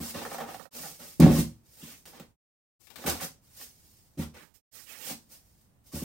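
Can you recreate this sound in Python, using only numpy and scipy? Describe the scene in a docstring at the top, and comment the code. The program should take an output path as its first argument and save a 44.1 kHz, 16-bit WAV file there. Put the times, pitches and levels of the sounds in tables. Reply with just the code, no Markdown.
"""A big polystyrene box slides and creaks as it is turned on a cloth-covered table; at 1.2 s it is set down
with heavy knocks. A knife then works along its seam with hisses, zips and pops, and a last shove ends it.
Friction is random bead clicks, stick-slip is jerks ringing the foam wall, knocks are pulses ringing the box.
A small room answers over a faint room tone; at times each side of the stereo image drops nearly silent."""
import sys
import numpy as np
from scipy import signal
from scipy.fft import rfft, irfft
from scipy.io import wavfile

SR = 44100
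rng = np.random.default_rng(int(sys.argv[2]) if len(sys.argv) > 2 else 0)


def inscribe(sig):
    """Save sig as 16-bit PCM at rate SR to the path in sys.argv[1].

    A 1-D sig is mono; a 2-D sig holds one channel per row.
    Samples are clipped to [-1, 1] before scaling.
    """
    pcm = np.round(np.clip(np.atleast_2d(sig).T, -1, 1) * 32767)
    wavfile.write(sys.argv[1], SR, pcm.astype(np.int16))


N = 266348
TIME = np.arange(N) / SR

# Source levels and spectra below are relative: later gains scale them.
# room tone spectrum: frequency_hz, level_db
ROOM_TONE_SPECTRUM = [(20, -16), (52, -2), (75, -1), (120, -4.5), (180, -8), (280, -13.5), (450, -21.5),
                      (800, -22.5), (1500, -30.5), (5000, -39), (16000, -32)]
# reverberation time of the room: frequency_hz, t60_s
ROOM_T60 = [(100, 0.23), (500, 0.25), (2000, 0.21), (6000, 0.26), (15000, 0.19)]
# left-right likeness of the room's sound: frequency_hz, correlation (no unit)
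ROOM_LIKENESS = [(100, 0.72), (280, .5), (550, 0.55), (1100, .1), (2500, -0.021), (16000, -0.25)]
# stereo balance, left minus right: frequency_hz, difference_db
BALANCE = [(60, -4), (160, 0.6), (550, -3.5), (1100, -1), (4000, -1.2), (9000, -1.5), (15000, -3.5)]
# colour of the microphone: frequency_hz, gain_db
MICROPHONE = [(20, -1.5), (7200, 2.5), (9300, 4.5), (10200, -4), (11500, -3.5), (14000, 1), (16000, 0.5)]
# nearly silent stretches of each side: fade_start_s, quiet_s, return_s, full_s
LEFT_GAPS = [(.545, .603, .708, .75), (2.305, 2.363, 2.793, 2.808), (4.38, 4.458, 5.04, 5.09)]
RIGHT_GAPS = [(.645, .695, .708, .75), (2.305, 2.363, 2.958, 3.0), (4.57, 4.615, 4.712, 4.74)]

# a hand leans on the box and the table top gives: start_s, level_db
LEANS = [(0.005, -42), (3.074, -34), (4.187, -32), (5.942, -34)]
# the blade zips along the seam: start_s, length_s, level_db, start_pitch_hz, end_pitch_hz
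ZIPS = [(1.78, 0.19, -58, 3230, 2250), (3.193, 0.044, -45, 1910, 1570), (4.328, 0.13, -56.5, 2100, 1620),
        (4.727, 0.1, -58, 1860, 1600), (4.848, 0.14, -51, 2730, 1750), (4.978, 0.15, -48.5, 2270, 2770)]
# the blade's tip pops single beads: start_s, snap_db
BEAD_POPS = [(2.055, -43.5), (2.169, -54), (2.198, -41.5), (2.871, -43.5), (2.903, -39.5), (2.958, -31.5),
             (2.984, -44), (3.612, -45), (5.35, -58.5)]
# the foam sticks and lets go with a creak: start_s, wall_ring_db, decay_s (to 1/e)
SLIPS = [(0.146, -44, 0.014), (0.216, -40, 0.017), (0.251, -31.5, .009), (0.315, -31.5, 0.0052),
         (0.344, -33, 0.01), (0.382, -33, 0.016), (0.402, -33, 0.038), (0.488, -42.5, 0.037),
         (0.543, -35, 0.0098), (0.596, -37, 0.0095), (0.654, -39.5, 0.0097), (0.833, -42, 0.033),
         (1.22, -29, 0.065), (2.133, -52.5, 0.02), (2.198, -46.5, 0.0044), (3.04, -36, 0.0065),
         (3.074, -33, 0.046), (3.21, -38.5, 0.014), (4.342, -57, .02), (5.098, -41, 0.016)]
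# short modes of the wall at the seam: frequency_hz, level_db, t60_s
WALL_MODES = [(447.2, -4.5, 0.024), (637.5, 0.5, 0.014), (793.3, -2, 0.046), (950, -7.5, 0.032),
              (1235, 0, 0.009), (1820, -5, 0.01)]
# spectrum of the bright snap of a slip: frequency_hz, level_db
SNAP_SPECTRUM = [(100, -11.5), (600, -8), (2000, 2.5), (4000, -2.5), (8000, -8.5), (16000, -1.5)]

# hands and sleeves brush the foam: start_s, rise_s, hold_s, release_t60_s, hiss_db
BRUSHES = [(1.631, 0.095, .075, 0.22, -57.5), (3.41, 0.036, 0.53, 1.04, -62),
           (3.492, 0.066, .01, .2, -54.5), (3.56, 0.048, 0.011, 0.24, -41.7),
           (5.142, 0.055, 0.44, 0.28, -68), (5.289, 0.029, 0.017, 0.19, -49),
           (5.836, .035, 0.029, 0.17, -58)]
# strokes of the blade in the seam: start_s, rise_s, hold_s, release_t60_s, hiss_db, rasp_db
CUTS = [(1.765, 0.064, 0.088, 0.36, -48.5, -57), (2.052, 0.0038, 0.015, 0.43, -51.5, -54.5),
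        (2.11, 0.03, 0.084, 0.15, -64.5, -53.5), (2.79, 0.011, 0.064, 0.14, -56.5, -68.5),
        (2.87, 0.034, .08, .1, -58, -56.5), (2.95, 0.11, 0.14, 0.072, -45.5, -45),
        (3.056, 0.0065, 0.036, 0.12, -29.5, -30), (3.202, 0.01, 0.029, 0.099, -34, -40),
        (4.171, .022, 0.037, 0.089, -45.5, -43), (4.336, 0.0034, 0.088, 0.25, -57.5, -53.5),
        (4.535, 0.0085, 0.011, 0.13, -54, -78), (4.7, .03, .1, .16, -46.5, -63.5),
        (4.86, 0.042, 0.019, 0.19, -42.5, -56.5), (4.95, 0.15, 0.017, 0.085, -35.5, -48)]
# the box slides on the cloth: start_s, rise_s, hold_s, release_t60_s, hiss_db, rasp_db
SHOVES = [(0.0, 0.00067, 0.106, 0.17, -40, -45), (0.132, 0.013, 0.088, 0.42, -45, -38.5),
          (0.28, 0.052, 0.018, 0.24, -43, -43.5), (0.46, 0.02, 0.15, 0.22, -50.5, -48),
          (0.69, 0.071, .105, 0.48, -41.5, -50), (0.989, 0.0047, .042, 0.35, -47.5, -50),
          (1.03, .048, .012, 0.48, -48.5, -67.5), (1.198, 0.0055, 0.11, 0.53, -45, -31.5),
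          (1.285, 0.093, 0.025, 0.095, -31.5, -37), (5.915, 0.029, 0.016, 2.2, -40.5, -50)]
# spectrum of smooth sliding: frequency_hz, level_db
HISS_SPECTRUM = [(100, -29.5), (400, -8), (1000, -17), (2000, -7.5), (3500, -8), (5000, -2.5), (8000, -4.5),
                 (12000, 0.5), (16000, -2)]
# spectrum of gripping foam: frequency_hz, level_db
RASP_SPECTRUM = [(40, -15), (80, 0.5), (160, -4), (280, 9.5), (500, 2.5), (800, 0.5), (1300, -2.5),
                 (2200, -5), (4000, -8.5), (8000, -16.5), (16000, -26.5)]
# knocks of table and hands on the box; around 1.2 s it lands on one edge, drops flat and rocks to rest:
# start_s, force_db, contact_ms (the pulse peaks at half of it)
KNOCKS = [(0.002, -27, .72), (0.148, -31, .39), (0.795, -39.5, 0.89), (1.1963, -1, .88), (1.2199, 1, 1.34),
          (1.233, 0.5, 1.03), (1.2615, -4, .39), (1.291, -8, .8), (1.307, -10, 0.75), (1.338, -16, .76),
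          (1.363, -12.5, 2.6), (1.382, -8.5, 1), (1.826, -32.5, 1.0), (2.198, -36.5, 0.65),
          (2.221, -51, .69), (3.048, -29, .33), (3.07, -27, 0.25), (3.104, -33.5, .85), (3.223, -40.5, .25),
          (4.173, -27.5, .85), (4.187, -17.5, 0.94), (4.2167, -26, 6), (5.103, -36.5, .25),
          (5.117, -43, .33), (5.935, -26.5, 0.604), (5.9621, -29, .73), (6.017, -23.5, .7)]
# modes of the hollow box on its table: frequency_hz, level_db, t60_s
BOX_MODES = [(68.16,-17.5,0.39), (94,-14.5,.25), (111.6,-16.5,0.55), (153.4,0,0.25), (181,-0.5,0.054),
             (161.9,-6,.27), (202.2,-2.5,0.29), (233.3,2.5,0.29), (284,4.5,0.13), (298,-13.5,.2),
             (330.2,-4.5,.26), (399.4,-4.5,0.16), (457,-9,0.08), (551,-10.5,0.26), (613,-10,0.15),
             (739,-9.5,.2), (884,-15,.18), (1090,-13,.15)]


def gain_of(db):
    """Level: every 20 decibels is a factor of ten in amplitude."""
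    return 10 ** (np.asarray(db) / 20)


def evened(x):
    """Normalization: scales a signal to rms 1."""
    return x / np.sqrt(np.mean(x ** 2) + 1e-20)


def read(points, hz):
    """Interpolation on a logarithmic frequency axis."""
    f, value = np.transpose(points)
    return np.interp(np.log(hz + 1), np.log(f + 1), value)


def add(mix, s, sound):
    """Superposition: mixes a sound in at time s."""
    part = mix[max(round(s * SR), 0):][:len(sound)]
    part += sound[:len(part)]


def through(x, response):
    """Linear filtering: convolution with an impulse response scaled to unit energy."""
    return signal.fftconvolve(x, response / np.linalg.norm(response))[:N]


def colour(points, size=4096):
    """Minimum phase: the causal response whose phase follows from its log spectrum."""
    log_gain = np.log(gain_of(read(points, abs(np.fft.fftfreq(size, 1 / SR)))))
    spectrum = np.exp(np.conj(signal.hilbert(log_gain)))
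    return np.fft.ifft(spectrum).real[:size // 2]


def ring(modes):
    """Modal superposition: decaying sines, neighbours opposite in sign as at the far wall."""
    t = TIME[:SR // 2]
    response = np.zeros(len(t))
    for k, (hz, db, t60) in enumerate(modes):
        response += (-1) ** k * gain_of(db - 60 * t / t60) * np.sin(2 * np.pi * hz * t)
    return response


def grains(per_s, spread_db, flutter_db, flutter_hz):
    """Shot noise: beads snap free as random clicks of uneven size, in clumps; rms 1."""
    size = gain_of(spread_db * np.minimum(rng.exponential(1, N), 4)) * rng.choice([-1, 1], N)
    pole = np.exp(-2 * np.pi * flutter_hz / SR)
    clumps = evened(signal.lfilter([1], np.poly([pole, pole]), rng.standard_normal(N)))
    clicks = rng.random(N) < per_s / SR
    return evened(size * clicks * gain_of(flutter_db * clumps))


def correlated_pair(z, hz):
    """Partial coherence: mixes two unrelated spectra to the room's left-right likeness."""
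    alike = np.clip(read(ROOM_LIKENESS, hz), -1, 1)[:, None]
    return np.array([z[0], alike * z[0] + np.sqrt(1 - alike ** 2) * z[1]])


def room_tone(level_db=-65):
    """Stationary noise: the faint rumble and hiss of the room, shaped in frequency."""
    hz, _, z = signal.stft(rng.standard_normal((2, N)), SR, nperseg=2048)
    z = correlated_pair(z, hz) * gain_of(read(ROOM_TONE_SPECTRUM, hz))[:, None]
    return gain_of(level_db) * evened(signal.istft(z, SR, nperseg=2048)[1][:, :N])


def room(x, early=0.81, early_s=.009, spots=6, cycle_s=.08):
    """Reverberation: early reflections, then band-by-band decay; each spot has its own echo paths."""
    out = np.zeros((2, N))
    position = TIME * spots / cycle_s
    for k in range(spots):
        hz, t, z = signal.stft(rng.standard_normal((2, SR // 2)), SR, nperseg=256)
        decay = gain_of(-60 * t / read(ROOM_T60, hz)[:, None])
        tails = signal.istft(correlated_pair(z, hz) * decay, SR, nperseg=256)[1]
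        age = TIME[:tails.shape[1]]
        tails *= (age > .001) * (1 + early * np.exp(-age / early_s))
        # the spots take turns, each crossfading into the next
        share = np.sin(np.pi / 2 * np.minimum((position - k) % spots, 2))
        out += [through(x * share, tail) for tail in tails]
    return out


def table_sway(hz=79, t60=0.31, rise_s=.012):
    """Damped resonance: the table top sways at its lowest note under a leaning hand."""
    out, t = np.zeros(N), TIME[:SR // 2]
    for s, db in LEANS:
        envelope = gain_of(db - 60 * t / t60) * (1 - np.exp(-t / rise_s))
        add(out, s, envelope * np.sin(2 * np.pi * hz * t))
    return out


def zips(width_hz=1900):
    """Filtered shot noise: random bead clicks, heard as noise in a gliding band."""
    clicks = grains(per_s=9900, spread_db=3, flutter_db=1.0, flutter_hz=90)
    out = np.zeros(N)
    pole = np.exp(-np.pi * width_hz / SR)
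    for s, length, db, start_hz, end_hz in ZIPS:
        excerpt = clicks[round(s * SR):][:round(length * SR)]
        centre_hz = np.geomspace(start_hz, end_hz, len(excerpt))
        carrier = np.exp(2j * np.pi * np.cumsum(centre_hz) / SR)
        # shift the band's centre to zero, low-pass, shift back
        band = (carrier * signal.lfilter([1], np.poly([pole, pole]), excerpt / carrier)).real
        add(out, s, gain_of(db) * evened(band) * signal.windows.tukey(len(band), .5))
    return out


def slips(body_db=-10, slip_snap_db=-9, pop_ring_db=-11.5, pop_decay_s=0.0067):
    """Stick-slip: a jerk and dying chatter ring wall and box under a snap; pops barely ring them."""
    wall, box = ring(WALL_MODES), ring(BOX_MODES)
    response = wall / np.linalg.norm(wall) + gain_of(body_db) * box / np.linalg.norm(box)
    rings, snap = np.zeros(N), np.zeros(N)
    t = TIME[:SR // 8]
    chatter_per_s, crumble, first_jerk = 1600, .6, -1.3
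    creaks = [(s, db, db + slip_snap_db, decay) for s, db, decay in SLIPS]
    pops = [(s, db + pop_ring_db, db, pop_decay_s) for s, db in BEAD_POPS]
    for s, ring_db, snap_db, decay in creaks + pops:
        fade = np.exp(-t / decay)
        jerks = (rng.random(len(t)) < chatter_per_s / SR) * rng.choice([-crumble, crumble], len(t))
        jerks[0] = first_jerk
        rung = through(fade * jerks, response)
        # a longer slip frees more energy
        add(rings, s, gain_of(ring_db) * np.linalg.norm(fade) * rung / np.linalg.norm(rung))
        add(snap, s, gain_of(snap_db) * fade * rng.laplace(0, np.sqrt(.5), len(t)))
    return rings + through(snap, colour(SNAP_SPECTRUM))


def stroke_speed(s, rise, hold, release, bite_s=0.0053, swell_db=11.5):
    """Kinematics of a stroke: it bites quickly, swells as it gathers speed, holds and dies away."""
    age = np.maximum(TIME - s, 0)
    swell = swell_db * np.minimum(age / rise - 1, 0)
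    dying = -60 * np.maximum(age - rise - hold, 0) / release
    return np.minimum(age / bite_s, 1) * gain_of(swell + dying)


def friction(body_db=-9.5, grip_ease_db_per_s=54.5, brush_rasp_db=-16):
    """Sliding friction: fine grains hiss; where foam grips, coarse grains rasp and shake the box."""
    hiss_power, rasp_power = np.zeros(N), np.zeros(N)
    # a light touch hardly grips
    brushes = [(*row, row[-1] + brush_rasp_db) for row in BRUSHES]
    for s, rise, hold, release, hiss_db, rasp_db in list(SHOVES) + list(CUTS) + brushes:
        speed = stroke_speed(s, rise, hold, release)
        # once under way the foam grips less and less
        grip = gain_of(-grip_ease_db_per_s * np.maximum(TIME - s - rise, 0))
        hiss_power += (gain_of(hiss_db) * speed) ** 2
        rasp_power += (gain_of(rasp_db) * speed * grip) ** 2
    fine = grains(per_s=9000, spread_db=-2.5, flutter_db=1.8, flutter_hz=69.4) * np.sqrt(hiss_power)
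    coarse = grains(per_s=4000, spread_db=3.5, flutter_db=0.56, flutter_hz=89) * np.sqrt(rasp_power)
    hiss = through(fine, colour(HISS_SPECTRUM))
    rasp = through(coarse, colour(RASP_SPECTRUM))
    return hiss + rasp + gain_of(body_db) * through(coarse, ring(BOX_MODES))


def landing_crunch(s=1.2, level_db=-24, decay_s=0.0062):
    """Crushing noise: beads give a decaying burst as the first edge of the box meets the table."""
    crush, t = np.zeros(N), TIME[:SR // 10]
    add(crush, s, gain_of(level_db) * np.exp(-t / decay_s) * rng.standard_normal(len(t)))
    return through(crush, colour(HISS_SPECTRUM))


def knocks(level_db=-12):
    """Impact excitation: soft force pulses ring the box; a shorter contact reaches higher modes."""
    force, t = np.zeros(N), TIME[:SR // 20]
    for s, db, contact_ms in KNOCKS:
        pulse = t * np.exp(-2 * t / (contact_ms / 1000))
        add(force, s, gain_of(db) * pulse / pulse.sum())
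    return gain_of(level_db) * signal.fftconvolve(force, ring(BOX_MODES))[:N]


def scene():
    """Direct and reverberant field: sources, echoes and room tone, a little right of centre."""
    scrape = friction() + zips()
    jerks = slips() + landing_crunch()
    thud = knocks() + table_sway()
    direct = gain_of(-8) * scrape + gain_of(-3) * jerks + thud
    echoes = room(gain_of(-1) * scrape + gain_of(-4) * jerks + gain_of(-10.5) * thud)
    half_balance_db = read(BALANCE, np.fft.rfftfreq(N, 1 / SR)) / 2
    balance = gain_of([half_balance_db, -half_balance_db])
    return irfft(rfft(direct + echoes + room_tone()) * balance, N)


def record(dry):
    """Transfer function: microphone colour, the nearly silent stretches of each side, the band limit."""
    heard = irfft(rfft(dry) * gain_of(read(MICROPHONE, np.fft.rfftfreq(N, 1 / SR))), N)
    shut = gain_of(-60)
    opening = np.ones((2, N))
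    for side, gaps in enumerate((LEFT_GAPS, RIGHT_GAPS)):
        for gap in gaps:
            opening[side] *= np.interp(TIME, np.sort(gap), [1, shut, shut, 1])
    low_pass = signal.firwin(511, 16100, window=("kaiser", 9), fs=SR)  # cutoff in Hz
    return signal.oaconvolve(heard * opening, low_pass[None], "same")


dry = scene()
out = record(dry)
inscribe(out)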